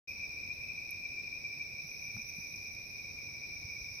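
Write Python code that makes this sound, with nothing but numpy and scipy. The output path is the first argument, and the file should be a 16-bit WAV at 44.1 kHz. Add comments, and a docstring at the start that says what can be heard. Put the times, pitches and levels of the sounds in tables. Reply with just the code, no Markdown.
"""Swamp at night

A crowd of tree frogs taps out short pulsed throat notes among the trees, one nearer than the rest.
Crickets trill with their wings on the right and other insects buzz on the left, over a faint rumble.
There is one sharp tick, and a hand bumps the camera a few times, once with a duller tick."""
import sys
import numpy as np
from scipy import signal
from scipy.fft import rfft, irfft
from scipy.io import wavfile
from scipy.ndimage import uniform_filter1d, map_coordinates

SR = 44100
rng = np.random.default_rng(int(sys.argv[2]) if len(sys.argv) > 2 else 0)


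def master_out(mix):
    """Clip the mix to full scale and print it as 16-bit PCM to the path in sys.argv[1]."""
    frames = np.transpose(np.atleast_2d(mix))
    ceiling = np.clip(frames, -1, 1)
    pcm = np.round(ceiling * 32767).astype(np.int16)
    wavfile.write(sys.argv[1], SR, pcm)


N = 176400


def frog_note(hz, rough, length_s=0.039, pulse_hz=125.2, glide_hz_per_s=97):
    """One frog note: the throat tone swells and fades, throbbing with the pulses of the larynx."""
    t = np.arange(int(length_s * SR)) / SR
    speed, phase, pulse_phase = rng.standard_normal(), rng.random(), rng.random()
    throb = 1 + rough * np.cos(2 * np.pi * (pulse_hz * (1 + 0.155 * speed) * t + pulse_phase))
    pitch = hz + glide_hz_per_s * (t - length_s / 2)
    return np.hanning(len(t)) * throb * np.sin(2 * np.pi * (phase + np.cumsum(pitch) / SR))


# Notes of the lead frog (centre time [s], level [dB])
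LEAD_NOTES = [(0.118, -41), (.242, -39), (.384, -41), (.507, -37), (0.65, -40), (.786, -40), (.919, -40.5),
              (1.051, -37.5), (1.186, -37.5), (1.333, -40), (1.458, -34), (1.612, -36.5), (1.793, -39.5),
              (2.069, -40)]
# Notes of its neighbours (centre time [s], pitch [Hz], level [dB])
NEIGHBOUR_NOTES = [(.095, 2486, -43), (.236, 2485, -40), (.372, 2485, -49), (.515, 2436, -45),
                   (.645, 2480, -46), (.787, 2475, -42), (1.456, 2450, -41), (1.62, 2427, -44),
                   (1.795, 2455, -72.5), (3.18, 2200, -56), (3.35, 2332, -44.5), (3.565, 2350, -49),
                   (3.70, 2290, -41.5), (3.766, 2283, -40)]

def near_frogs(lead_hz=2352, rough=0.095, wet_db=-8):
    """The lead frog calls about seven times a second for two seconds; neighbours join in and call on."""
    calls = np.zeros(N)
    for time, db in LEAD_NOTES:
        add_centred(calls, time, undb(db) * frog_note(lead_hz, rough))
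    for time, hz, db in NEIGHBOUR_NOTES:
        add_centred(calls, time, undb(db) * frog_note(hz, rough))
    return among_trees(calls, wet_db)


# Fader and pitch ride of the chorus (time [s], level [dB], centre pitch [Hz])
CHORUS_RIDE = [(0, -44.5, 2422), (.8, -44.5, 2418), (1.6, -46, 2400), (2.3, -46.3, 2390), (2.9, -48, 2395),
               (3.3, -46.5, 2369), (4, -46, 2365)]
# Far frogs merged into a bed (frequency [Hz], relative level [dB])
FAR_FROG_SPECTRUM = [(1600, -43), (1950, -24), (2170, -16.5), (2290, -7), (2348, 1.5), (2400, -7),
                     (2452, 1), (2600, -33.5), (2820, -25), (2950, -57)]

def frog_chorus(count=40, notes_per_s=10.5, size_split_hz=52, spread_hz=40):
    """Many frogs, larger ones lower and smaller ones higher, each at its own tempo, blurred by echoes."""
    calls, centre_hz = np.zeros(N), curve(CHORUS_RIDE, column=2)
    for k in range(count):
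        offset_hz = (-1) ** k * size_split_hz + spread_hz * np.arctanh(2 * (k + .5) / count - 1)
        gaps, accents_db, detunes = rng.standard_normal((3, 64))
        beats = np.cumsum(1 + .15 * gaps) - 1 - rng.random()
        tempo = notes_per_s * (1 + 0.11 * rng.standard_normal())
        for time, db, detune in zip(beats / tempo, accents_db, detunes):
            hz = centre_hz[np.clip(int(time * SR), 0, N - 1)] + offset_hz + 10 * detune
            add(calls, time, undb(db) * frog_note(hz, rough=.15))
    crowd = unit(among_trees(calls, wet_db=-3)) * undb(curve(CHORUS_RIDE))
    return crowd + undb(-52.5) * wash(FAR_FROG_SPECTRUM)


# Foreground crickets (pitch [Hz], wing strokes [1/s], relative level [dB])
NEAR_CRICKETS = [(5306, 63, -3), (5799, 75.3, -2)]
# Bed of far crickets (frequency [Hz], relative level [dB])
FIELD_SPECTRUM = [(4100, -31), (4600, -13), (4950, -7.5), (5250, 0), (5850, -1.5), (6020, -10.5),
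                  (6200, -22), (6500, -26)]
# Fader ride of both together (time [s], level [dB])
CRICKET_RIDE = [(0, -53.5), (.6, -56), (1.4, -54.5), (2.3, -54), (2.9, -54.5), (3.4, -53.5), (4, -51.5)]

def crickets(sag_hz=313, near_db=-5.5):
    """Each wing stroke is a short falling tone; a field of far crickets merges behind the near ones."""
    trills = np.zeros(N)
    for hz, rate, db in NEAR_CRICKETS:
        stroke = (rng.random() + np.cumsum(rate * (1 + 0.0037 * drift(7.2))) / SR) % 1
        pitch = hz - sag_hz * (stroke - .5) + 35 * drift(500)
        envelope = undb(db + drift(15)) * np.sin(np.pi * stroke) ** 4
        trills += envelope * np.sin(2 * np.pi * np.cumsum(pitch) / SR)
    near = undb(near_db) * unit(among_trees(trills, wet_db=-9))
    return unit(near + wash(FIELD_SPECTRUM)) * undb(curve(CRICKET_RIDE)) * pan(-7.5)


# Hand bumps (centre time [s], pitch [Hz], length [s], level [dB])
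HAND_BUMPS = [(1.85, 170, 0.03, -50.5), (2.085, 134, 0.014, -47), (2.157, 107, 0.037, -42.5),
              (2.174, 180, 0.021, -43), (2.181, 226.4, 0.084, -49.5), (2.388, 162, 0.014, -41.5),
              (3.652, 102, 0.02, -40.5), (3.82, 59, 0.057, -52), (3.918, 93, 0.028, -47)]

def hand_bumps():
    """Soft low thuds carried through the camera body, dead centre."""
    thuds = np.zeros(N)
    for time, hz, length, db in HAND_BUMPS:
        t = np.arange(int(length * SR)) / SR - length / 2
        add_centred(thuds, time, undb(db) * np.hanning(len(t)) * np.sin(2 * np.pi * hz * t))
    return thuds


# Tick hits (time [s], centre [Hz], half-width [octaves], decay [s], level [dB], left minus right [dB])
TICK_HITS = [(.9085, 11400, .19, .0024, -41.5, -8), (2.166, 950, .5, .0035, -49, 1)]

def ticks(wet_db=-15):
    """A sharp tick and a duller one: fast-dying bands of noise with a faint echo."""
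    hits, t = np.zeros((2, N)), np.arange(N) / SR
    for time, hz, width, decay, db, pan_db in TICK_HITS:
        band = [(hz * 2 ** (k * width), -3 * k * k) for k in range(-3, 4)]
        add(hits, time, wash(band) * np.exp(-t / decay) * undb(db) * pan(pan_db))
    return hits + undb(wet_db) * woods(hits.mean(axis=0))


# Insect beds: buzz, shrill crickets, their overtone, hiss (frequency [Hz], relative level [dB])
BUZZ_SPECTRUM = [(3000, -18), (3450, -14), (3850, -2), (4100, 0), (4500, -12.5), (5000, -11)]
SHRILL_SPECTRUM = [(5250, -23), (5600, 5.5), (5870, 6.5), (6050, 2.5), (6300, -23)]
OVERTONE_SPECTRUM = [(10300, -18), (11100, -15), (11750, 3.5), (12300, -16.5), (13200, -13)]
HISS_SPECTRUM = [(2800, -25), (6500, -12), (7250, -24), (7650, 4), (8050, 5), (8450, -15), (9300, 0),
                 (10000, -9.5), (12000, 9.5), (13200, 3), (14300, -2.5)]
# Fader ride of the overtone; the shrill band rides above it (time [s], level [dB])
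OVERTONE_RIDE = [(0, -76), (.4, -76), (1.5, -84), (1.95, -67.5), (2.37, -65), (2.85, -71.5), (3.4, -74.5),
                 (4, -68)]
# Thin high chirps (centre time [s], pitch [Hz], length [s], level [dB])
HIGH_CHIRPS = [(.1, 12450, .09, -65), (2.385, 12550, .06, -68)]

def far_insects(shrill_boost_db=10):
    """A fluttering buzz on the left, shrill crickets that swell and fade, a thin hiss and two chirps."""
    buzz = wash(BUZZ_SPECTRUM) * undb(-67 + 0.89 * drift(110)) * pan(9.5)
    shrill = undb(shrill_boost_db) * wash(SHRILL_SPECTRUM) * pan(-8.5)
    overtone = wash(OVERTONE_SPECTRUM) * pan(-0.93)
    ride = undb(curve(OVERTONE_RIDE) + 2.3 * drift(90))
    hiss = undb(-68.5) * wash(HISS_SPECTRUM)
    bed = buzz + (shrill + overtone) * ride + hiss
    for time, hz, length, db in HIGH_CHIRPS:
        swell = np.hanning(int(length * SR))
        tone = np.sin(2 * np.pi * np.cumsum(hz + 150 * drift(740)) / SR)
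        add_centred(bed, time, undb(db) * swell * tone[:len(swell)])
    return bed


# Low background bed (frequency [Hz], relative level [dB])
RUMBLE_SPECTRUM = [(25, -8), (45, -5.5), (95, 0), (180, -7), (350, -12.5), (630, -16), (1000, -23.5),
                   (1560, -29.5), (1800, -31)]

def rumble(crossover_hz=195, level_db=-57):
    """Low distant noise: the bass is narrow and leans right, the rest is wide and leans left."""
    lowpass = signal.butter(2, crossover_hz, "low", fs=SR, output="sos")
    highpass = signal.butter(2, crossover_hz, "high", fs=SR, output="sos")
    mid, side = wash(RUMBLE_SPECTRUM)
    bass = signal.sosfilt(lowpass, [mid + 0.53 * side, mid - 0.53 * side]) * pan(-2.7)
    upper = 1.29 * signal.sosfilt(highpass, wash(RUMBLE_SPECTRUM)) * pan(2.36)
    return unit(bass + upper) * undb(level_db + .5 * drift(4.6))


def woods(x, t60_s=0.91):
    """Diffuse echoes from trunks and water, different at each ear."""
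    t = np.arange(SR // 2) / SR
    tail = rng.standard_normal((2, len(t))) * np.exp(-np.log(1000) * t / t60_s)
    return unit(irfft(rfft(x) * rfft(tail, N), N)) * np.std(x)


def among_trees(x, wet_db, lag_s=.000042):
    """A source a little left of centre reaches the right side later; the woods add their echoes."""
    right = map_coordinates(x, [np.arange(N) - lag_s * SR], mode="nearest")
    return np.array([x, right]) + undb(wet_db) * woods(x)


def wash(spectrum):
    """Wide stereo noise with a given spectrum, falling 60 dB an octave beyond its ends."""
    hz, db = np.array(spectrum).T
    octave = np.log2(np.fft.rfftfreq(N, 1 / SR) + 1)
    beyond = np.abs(octave - np.clip(octave, np.log2(hz[0]), np.log2(hz[-1])))
    gain = undb(np.interp(octave, np.log2(hz), db) - 60 * beyond)
    return unit(irfft(rfft(rng.standard_normal((2, N))) * gain, N))


def drift(rate_hz):
    """Smooth random modulation at rms 1."""
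    hold = int(SR / rate_hz)
    steps = np.repeat(rng.standard_normal(N // hold + 1), hold)
    return unit(uniform_filter1d(steps, hold)[:N])


def undb(db):
    """Decibels to gain."""
    return 10 ** (np.asarray(db) / 20)


def unit(x):
    """Scale to rms 1."""
    return x / np.sqrt(np.mean(x ** 2))


def curve(table, column=1):
    """One column of a time table, joined by straight lines."""
    rows = np.array(table)
    return np.interp(np.arange(N) / SR, rows[:, 0], rows[:, column])


def pan(db):
    """Stereo gains for a level difference; positive is left."""
    return undb(np.array([[db], [-db]]) / 2)


def add(track, start_s, sound):
    """Mix a sound in from a start time."""
    i = int(start_s * SR)
    a, b = max(i, 0), min(i + sound.shape[-1], N)
    if b > a:
        track[..., a:b] += sound[..., a - i:b - i]


def add_centred(track, centre_s, sound):
    """Mix a sound in with its middle at a time."""
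    add(track, centre_s - sound.shape[-1] / SR / 2, sound)


def scene():
    """The mix: frogs a little left, crickets right, far insects, rumble, bumps and ticks."""
    frogs = (near_frogs() + frog_chorus()) * pan(2.5)
    return frogs + crickets() + far_insects() + rumble() + hand_bumps() + ticks()


def record(dry, open_s=0.0776, fade_s=0.0089, top_hz=14600):
    """The microphone opens a moment late and cuts the top."""
    fade_in = np.clip((np.arange(N) / SR - open_s) / fade_s + .5, 0, 1)
    high_cut = signal.ellip(10, .2, 70, top_hz, fs=SR, output="sos")
    return signal.sosfilt(high_cut, dry * fade_in)


dry = scene()
out = record(dry)
master_out(out)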